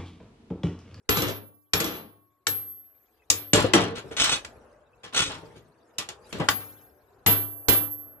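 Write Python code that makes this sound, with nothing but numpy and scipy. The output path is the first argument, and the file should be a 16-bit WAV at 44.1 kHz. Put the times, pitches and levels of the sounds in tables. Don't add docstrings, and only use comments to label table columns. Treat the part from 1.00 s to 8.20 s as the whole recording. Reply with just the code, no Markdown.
import sys
import numpy as np
from scipy import signal
from scipy.fft import rfft, irfft
from scipy.io import wavfile
from scipy.ndimage import uniform_filter1d

SR = 44100
rng = np.random.default_rng(int(sys.argv[2]) if len(sys.argv) > 2 else 0)


def decibels_to_gain(level_db):
    exponent = np.asarray(level_db, float) / 20
    return 10 ** exponent


def master(y):
    cut = np.clip(np.atleast_2d(y).T, -1, 1)
    pcm = np.round(cut * 32767)
    wavfile.write(sys.argv[1], SR, pcm.astype(np.int16))


N = 317520

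# pitch in Hz, relative level in dB,
# time to fade by 60 dB in seconds, before the user's own stretch.
BENCH_TONES = [(103.5, -3.5, 0.81), (166.4, -4, 0.45), (203.3, -12, 0.23), (290, -4, 0.54),
               (321.4, -9, 0.39), (397, -6.5, 0.056), (459.5, -5.5, 0.55), (533, -1.5, 0.066)]


def evened(x):
    return x / np.sqrt(np.mean(x ** 2) + 1e-20)


def read(points, hz):
    f, value = np.transpose(points)
    return np.interp(np.log(hz + 1), np.log(f + 1), value)


def add(mix, s, sound, place):
    for port, sign in enumerate((1, -1)):
        first = round(s * SR + sign * place * 5.5)
        part = mix[port, first:][:sound.shape[-1]]
        part += sound[port, :len(part)]


def wander(n, count):
    drift = uniform_filter1d(rng.standard_normal((2, n)), size=count)
    return evened(uniform_filter1d(drift, size=count))


def noise(seconds, db, size, patchy_db):
    # frequency in Hz, likeness (1 is the same).
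    likeness = [(60, 0.91), (300, 0.99), (1000, 0.48), (4000, 0.23), (12000, 0.09)]
    frames = int(seconds * SR * 4 / size) + 6
    hz = np.fft.rfftfreq(size, 1 / SR)[:, None]
    a, b, c, d, patches = rng.standard_normal((frames, size // 2 + 1, 5)).T
    patches = uniform_filter1d(uniform_filter1d(patches, size=2, axis=0), size=16, axis=1)
    patches = evened(patches)
    same = np.clip(read(likeness, hz), -1, 1)
    left = a + 1j * b
    right = same * left + np.sqrt(1 - same ** 2) * (c + 1j * d)
    start = np.sqrt(np.mean(decibels_to_gain(db(hz, 0)) ** 2) * size)
    shape = decibels_to_gain(db(hz, np.arange(frames) * size / 4 / SR) + patchy_db * patches) / start
    z = np.array([left, right]) * shape
    return signal.istft(z, nperseg=size, noverlap=size - size // 4)[1][:, :int(seconds * SR)]


def modes(table, stretch, spread_db):
    hz, db, t60 = np.transpose(table)[:, :, None]
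    t = np.arange(int(.8 * SR)) / SR
    chance, turn, skew = rng.random((3, len(hz), 1))
    fade = decibels_to_gain(db + spread_db * (chance - 1.5) - 60 * t / (t60 * stretch))
    fade = fade * np.minimum(t * hz / 0.5, 1)
    ports = [(fade * np.sin(2 * np.pi * (hz * t + turn + lead * skew))).sum(0) for lead in (0, .22)]
    return np.array(ports) / np.sqrt((decibels_to_gain(db) ** 2).sum() / 2)


def air():
    # time in seconds, low wash in dB, rustle in dB.
    air_levels = [(0, -78, -85.5), (1.2, -79, -85.5), (1.752, -73, -79.5), (2.2, -68.5, -75.5),
                  (2.898, -62.5, -84), (3.098, -50, -59), (3.501, -51, -66.5), (3.901, -62, -79.5),
                  (4.4, -53, -60), (4.75, -62.5, -75), (5.2, -55, -70.5), (5.302, -54.5, -54.5),
                  (5.7, -55, -58), (5.95, -62.5, -76.5), (6.6, -57.5, -76), (7.2, -59, -87)]
    # frequency in Hz, relative level in dB.
    wash_colour = [(18, -78), (30, -41.5), (53, 0), (134, -8), (161, -13.5), (438, -3.5), (1590, -16),
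                   (2210, -30.5), (2600, -27.5), (4000, -49), (5200, -68.5), (8800, -120)]
    # frequency in Hz, relative level in dB.
    rustle_colour = [(600, -20), (1500, 0), (4000, -6), (12800, -12), (13600, -50)]
    # start in seconds, level in dB, pitch in Hz.
    hums = [(.091, -69.5, 1136), (.734, -64, 1098)]
    # start in seconds, level in dB, starting pitch in Hz.
    chirps = [(2.189, -66, 2580), (2.214, -65, 2500), (3.859, -74.5, 2580), (3.924, -62, 2560)]
    hum_t60_s = 4
    t = np.arange(N) / SR
    s, wash_db, rustle_db = np.transpose(air_levels)
    wash = noise(N / SR + .1, lambda hz, u: read(wash_colour, hz) + 0 * u, size=2048, patchy_db=3.0)[:, :N]
    rustle = noise(N / SR + .1, lambda hz, u: read(rustle_colour, hz) + 0 * u, size=256, patchy_db=7.0)[:, :N]
    out = evened(wash) * decibels_to_gain(np.interp(t, s, wash_db))
    out += evened(rustle) * decibels_to_gain(np.interp(t, s, rustle_db))
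    for at, db, hz in hums:
        u = t[:int(1.6 * SR)]
        fade = decibels_to_gain(db - 60 * u / hum_t60_s + 1.5 * wander(len(u), count=3000))
        fade = fade * np.minimum((u[-1] - u) / .3, 1)
        add(out, at, fade * np.sin(2 * np.pi * hz * u), 0)
    for at, db, hz in chirps:
        u = t[:int(.03 * SR)]
        chirp = decibels_to_gain(db) * np.sin(2 * np.pi * hz * u * (1 + .5 * u)) * np.hanning(len(u))
        add(out, at, chirp * np.ones((2, 1)), .3)
    return out


def steel(touches, scale=1):
    # pitch in Hz before scale, width in Hz (wider dies sooner), relative level in dB.
    tool_tones = [(1470, 120, -2), (2630, 70, -1), (3040, 70, 1), (3410, 70, 2), (3780, 70, 4),
                  (4350, 80, -4), (5170, 90, -3), (5600, 80, -4), (6260, 110, 5), (7090, 90, -4),
                  (7750, 90, -2), (8320, 70, -1), (9480, 120, -4), (10600, 120, -10)]
    u = np.arange(2048) / SR
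    tool = sum(decibels_to_gain(db) * np.sqrt(w) * np.exp(-np.pi * w * u) * np.sin(2 * np.pi * f * scale * u)
               for f, w, db in tool_tones)
    return evened(signal.fftconvolve(touches, tool)[:len(touches)])


def hit(crack_db, clatter_db, bench_db, t60, centre_hz):
    # frequency in Hz, relative level in dB.
    crack_colour = [(120, -36.5), (200, -42), (616, -10.5), (2910, -11.5), (3800, -12.5), (7770, -8.5),
                    (9280, -18), (12600, -17.5), (14200, -30)]
    # frequency in Hz, relative level in dB.
    clatter_colour = [(88, -45.5), (150, 7), (454, -14.5), (728, -3.5), (1260, -4), (2120, -10.5),
                      (3290, -8), (6670, -21.5), (7440, -31), (11500, -54), (15000, -41), (22000, -120)]
    # frequency in Hz, factor on t60.
    clatter_fade = [(150, 0.62), (600, 1.52), (2000, 1.207), (5000, 1.07), (8500, 0.83), (10500, 0.28)]
    # frequency in Hz, relative level in dB.
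    thud_colour = [(18, -52.5), (30, -26.5), (102, -5.5), (238, -7.5), (453, -4), (574, -10.5),
                   (700, -14.5), (910, -36.5), (1540, -120)]
    # factor on centre_hz, relative level in dB, 60 dB fade in seconds before stretch.
    ping_tones = [(.72, -6, .05), (1, 0, .07), (1.23, -4, .05)]
    rattles_per_s, rattle_db = 110, -11
    seconds = min(1.3 * t60, .8)
    t = np.arange(int(seconds * SR)) / SR
    colour = lambda hz: -1.2 * np.log2((hz + 20) / centre_hz) ** 2

    def clatter_shape(hz, s):
        fall = 60 * (s / (t60 * read(clatter_fade, hz))) ** 1.18
        return read(clatter_colour, hz) + colour(hz) - fall

    clatter = noise(seconds, clatter_shape, size=512, patchy_db=2)
    draw, size = rng.random((2, len(t)))
    touches = (draw < rattles_per_s / SR) * (2 * size - 1)
    rattle = steel(touches, .8 + .4 * size[0])
    rattle = rattle * decibels_to_gain(colour(4000) - 75 * (t / t60) ** 1.4)
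    clatter += decibels_to_gain(rattle_db) * rattle
    thud = noise(seconds, lambda hz, s: read(thud_colour, hz) + 0 * s, size=2048, patchy_db=4.5)
    thud = thud * decibels_to_gain(-60 * t / (1.71 * t60))
    sound = decibels_to_gain(clatter_db) * clatter * np.minimum(.3 + t / .025, 1)
    sound += decibels_to_gain(bench_db - 4) * thud * np.minimum(t / .006, 1)
    crack = noise(.06, lambda hz, s: read(crack_colour, hz) + 1.5 * colour(hz) + 0 * s, size=128, patchy_db=2)
    u = t[:crack.shape[1]]
    sound[:, :len(u)] += decibels_to_gain(crack_db - 60 * (u / .017) ** 2) * crack * np.minimum(u / .0025, 1)
    sound = sound * np.minimum((seconds - t) / .02, 1)
    sound = np.pad(sound, ((0, 0), (0, int(.8 * SR) - len(t))))
    ping = modes([(k * centre_hz, db, fade) for k, db, fade in ping_tones], 0.68, spread_db=9)
    wood = modes(BENCH_TONES, t60 / .42, spread_db=7)
    return sound + decibels_to_gain(crack_db - 6.5) * ping + decibels_to_gain(bench_db - 2.5) * wood


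def blow(crack_db, clatter_db, t60, centre_hz):
    # pitch in Hz, relative level in dB, 60 dB fade in seconds before stretch.
    vise_tones = [(1170, 1, 0.17), (2270, -24, 0.43), (4450, -9.5, 0.1), (5100, -1, 0.08),
                  (6270, -10, 0.11), (6330, -14, 0.071), (6460, -30.5, 0.68), (8300, -16.5, 0.34),
                  (7500, -4, 0.18), (8530, -19.5, 0.15), (10860, 1, 0.05)]
    # pitch in Hz, relative level in dB, 60 dB fade in s before stretch.
    mount_tones = [(103, 0, .8), (296, -5, .95)]
    push_hz, push_db, push_s = 65, -4, .018
    bench_db = clatter_db - 0.5
    t = np.arange(int(.8 * SR)) / SR
    vise = decibels_to_gain(crack_db - 13.5) * modes(vise_tones, 0.8, spread_db=15.5)
    mount = decibels_to_gain(bench_db - 3) * modes(mount_tones, .9, spread_db=4)
    push = decibels_to_gain(bench_db + push_db) * np.sin(2 * np.pi * push_hz * t) * np.exp(-t / push_s)
    return hit(crack_db, clatter_db, bench_db, t60, centre_hz) + vise + mount + push


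def ring(seconds, db, pan_db, lead, drift, speed):
    # pitch in Hz, relative level in dB.
    head_tones = [(12222, 10), (12866, -13)]
    rise_s, t60_s, waver_db, swing_s = 0.0083, .75, 2.5, 0.36
    t = np.arange(int(seconds * SR)) / SR
    side = np.array([[.5], [-.5]])
    heard = np.cumsum(1 + speed / 343 * np.sin(np.pi * t / swing_s)) / SR
    turn = side * (lead + drift * t)
    tones = sum(decibels_to_gain(top - 25 * k * t) * np.sin(2 * np.pi * hz * heard + turn)
                for k, (hz, top) in enumerate(head_tones))
    edges = np.minimum(np.minimum(t / rise_s, (t[-1] - t) / 0.0013), 1)
    level_db = db + side * pan_db - 60 * t / t60_s + waver_db * wander(len(t), count=900)
    return np.sqrt(2) * tones * edges * decibels_to_gain(level_db)


def walls(x):
    echo_low_hz = 500
    taps = np.zeros((2, 6000))
    at = np.arange(120, 5960, 40) + rng.integers(0, 40, (2, 146))
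    np.put_along_axis(taps, at, rng.choice([-1., 1.], at.shape), 1)
    taps *= decibels_to_gain(-60 * np.arange(6000) / SR / 0.15)
    x = signal.lfilter(*signal.butter(N=2, Wn=echo_low_hz, btype="high", fs=SR), x)
    return signal.fftconvolve(x, taps / np.linalg.norm(taps[0]), axes=1)[:, :N]


def rebound(crack_db, clatter_db, t60):
    return hit(crack_db, clatter_db, bench_db=clatter_db + 3.5, t60=t60, centre_hz=3400)


def knock(clatter_db, *row):
    return hit(clatter_db + 10, clatter_db, *row)


def shift(clatter_db, *row):
    return hit(clatter_db - 16, clatter_db, *row)


def drag(held, pressure_db, release, rumble_db):
    bite_db, bite_s = 2, .012
    rumble_rise_s = 0.062
    t = np.arange(int(.3 * SR)) / SR
    draw, size = rng.random(len(t)), rng.exponential(1, len(t))
    slow, sign = rng.standard_normal((2, len(t)))
    clumps = evened(uniform_filter1d(uniform_filter1d(slow, size=250), size=250))
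    clumps = decibels_to_gain(3.5 * clumps)
    catches = (draw < 900 / SR) * decibels_to_gain(4 * np.minimum(size, 3)) * np.sign(sign) * clumps
    catches = uniform_filter1d(catches, size=3)
    hiss = noise(.4, lambda hz, u: -7.5 * np.log2((hz + 20) / 2800) ** 2 + 0 * u, size=512, patchy_db=4)
    metal = decibels_to_gain(-.5) * steel(catches) + decibels_to_gain(-7) * evened(hiss[:, :len(t)] * clumps)
    u = np.arange(2048) / SR
    wood = sum(decibels_to_gain(db - 60 * u / 0.1) * np.sin(2 * np.pi * f * u) for f, db, _ in BENCH_TONES)
    rumble = evened(signal.fftconvolve(catches, wood)[:len(t)]) * decibels_to_gain(rumble_db)
    rumble = rumble * np.minimum(t / rumble_rise_s, 1) ** 2
    pressure = decibels_to_gain(pressure_db + bite_db * np.exp(-t / bite_s) - release * np.maximum(t - held, 0))
    edges = np.minimum(np.minimum(t / 0.0016, (t[-1] - t) / 0.15), 1)
    return (metal * pressure + rumble) * edges


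def scene():
    # start in seconds, crack in dB, clatter in dB, base fade time in seconds,
    # centre in Hz, place from -1 left to 1 right. All levels in these tables are relative.
    blows = [(0.09, -12, -21.5, 0.38, 2390, .8), (0.7337, -8, -25.5, 0.41, 2420, .75),
             (1.4677, -11, -37.5, 0.36, 3040, -.45), (2.3001, -4, -33, 0.34, 5290, -.4),
             (5.486, -5.5, -33, 0.3, 1150, -.45), (6.2618, -9, -21, 0.31, 2550, .45),
             (6.6833, -9, -20, 0.28, 2510, .55)]
    # start in seconds, level in dB, left over right in dB,
    # left lead in radians, its drift in radians per second, swing in metres per second.
    rings = [(.092, -34, 2, -1.03, 9.5, -0.03), (0.733, -38.5, 4.5, -2, 12.5, -0.2),
             (1.47, -33.5, 5.5, -2, 3.5, 0.99), (2.3, -39.5, 2.5, 3.86, -18, 0.3),
             (5.486, -39.5, 7, 3.5, 2, 0.1), (6.265, -26.5, 0.5, 1.77, 0.5, .03),
             (6.683, -26.5, -1.5, 3, -8, .12)]
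    # start in seconds, crack in dB, clatter in dB,
    # base fade time in seconds.
    rebounds = [(.1701, -19, -25, 0.22), (.2195, -18, -26.5, 0.3), (.2834, -26, -32, .2),
                (.8012, -15, -28, 0.29), (.8416, -21.5, -31.5, 0.38), (.9359, -41.5, -40, 0.21)]
    # start in seconds, clatter in dB, bench in dB,
    # base fade time in seconds, centre in Hz.
    knocks = [(2.5324, -14.5, -10.5, 0.32, 2893), (2.7348, -15, -10, 0.31, 2040),
              (3.2419, -22.5, -51, 0.25, 3680), (3.4469, -36.5, -46, .06, 1700),
              (4.9828, -26, -34.5, 0.14, 5224), (5.0876, -35.5, -41.5, 0.12, 2860),
              (5.326, -36.5, -26, 0.4, 2660)]
    # start in seconds, clatter in dB, bench in dB,
    # base fade time in seconds, centre in Hz.
    shifts = [(2.642, -25.5, -12.5, 0.088, 3960), (2.9533, -31.5, -48, 0.15, 4630),
              (2.9739, -27.5, -30, 0.075, 2350), (3.043, -52, -33.5, 0.19, 900),
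              (3.1104, -33, -31, 0.11, 1210), (3.365, -26.5, -42.5, 0.062, 2380),
              (4.0335, -35, -46, 0.12, 2500), (4.0558, -40.5, -45, 0.12, 4020),
              (4.1253, -33.5, -50, 0.48, 2360), (4.2952, -30, -40.5, 0.22, 2410),
              (4.4232, -54, -40.5, 0.52, 910), (4.5553, -49.5, -41.5, 0.13, 5080),
              (5.3976, -20.5, -17, 0.13, 580), (5.6034, -37, -50, 0.094, 1970)]
    # start in seconds, time held in seconds, pressure in dB,
    # release in dB per second, bench rumble in dB.
    drags = [(3.166, .17, -24.5, 303, -47), (4.144, 0.064, -23.5, 208, -41)]
    bench, head = np.zeros((2, 2, N))
    for s, *row, place in blows:
        add(bench, s, blow(*row), place)
    others = (rebounds, rebound, .8), (knocks, knock, -.5), (shifts, shift, -.5), (drags, drag, -.4)
    for table, sound, place in others:
        for s, *row in table:
            add(bench, s, sound(*row), place)
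    stops = np.array([row[0] for row in rings + knocks[:1]] + [N / SR + 1])
    for s, *row in rings:
        seconds = min(stops[stops > s].min() - s, .9)
        add(head, s, ring(seconds, *row), 0)
    return bench + decibels_to_gain(-5) * walls(bench) + head + air()


def roll_off(x):
    return signal.sosfilt(signal.butter(12, 14400, fs=SR, output="sos"), x)


def record(dry):
    # frequency in Hz, left over right in dB.
    left_over_right = [(30, -2), (80, 4.5), (300, 3.5), (700, 1), (1400, 2), (4000, .2), (9000, 0),
                       (12000, -3)]
    edge_hz, bass_cut_hz = 13300, 40
    hz = np.fft.rfftfreq(N, 1 / SR)
    half = decibels_to_gain(read(left_over_right, hz) / 2)
    sides = np.array([half, 1 / half])
    x = irfft(rfft(dry) * sides / (1 + (hz / edge_hz) ** 40), N)
    x = signal.lfilter(*signal.butter(N=1, Wn=bass_cut_hz, btype="high", fs=SR), x)
    return roll_off(x)


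dry = scene()
out = record(dry)
master(out)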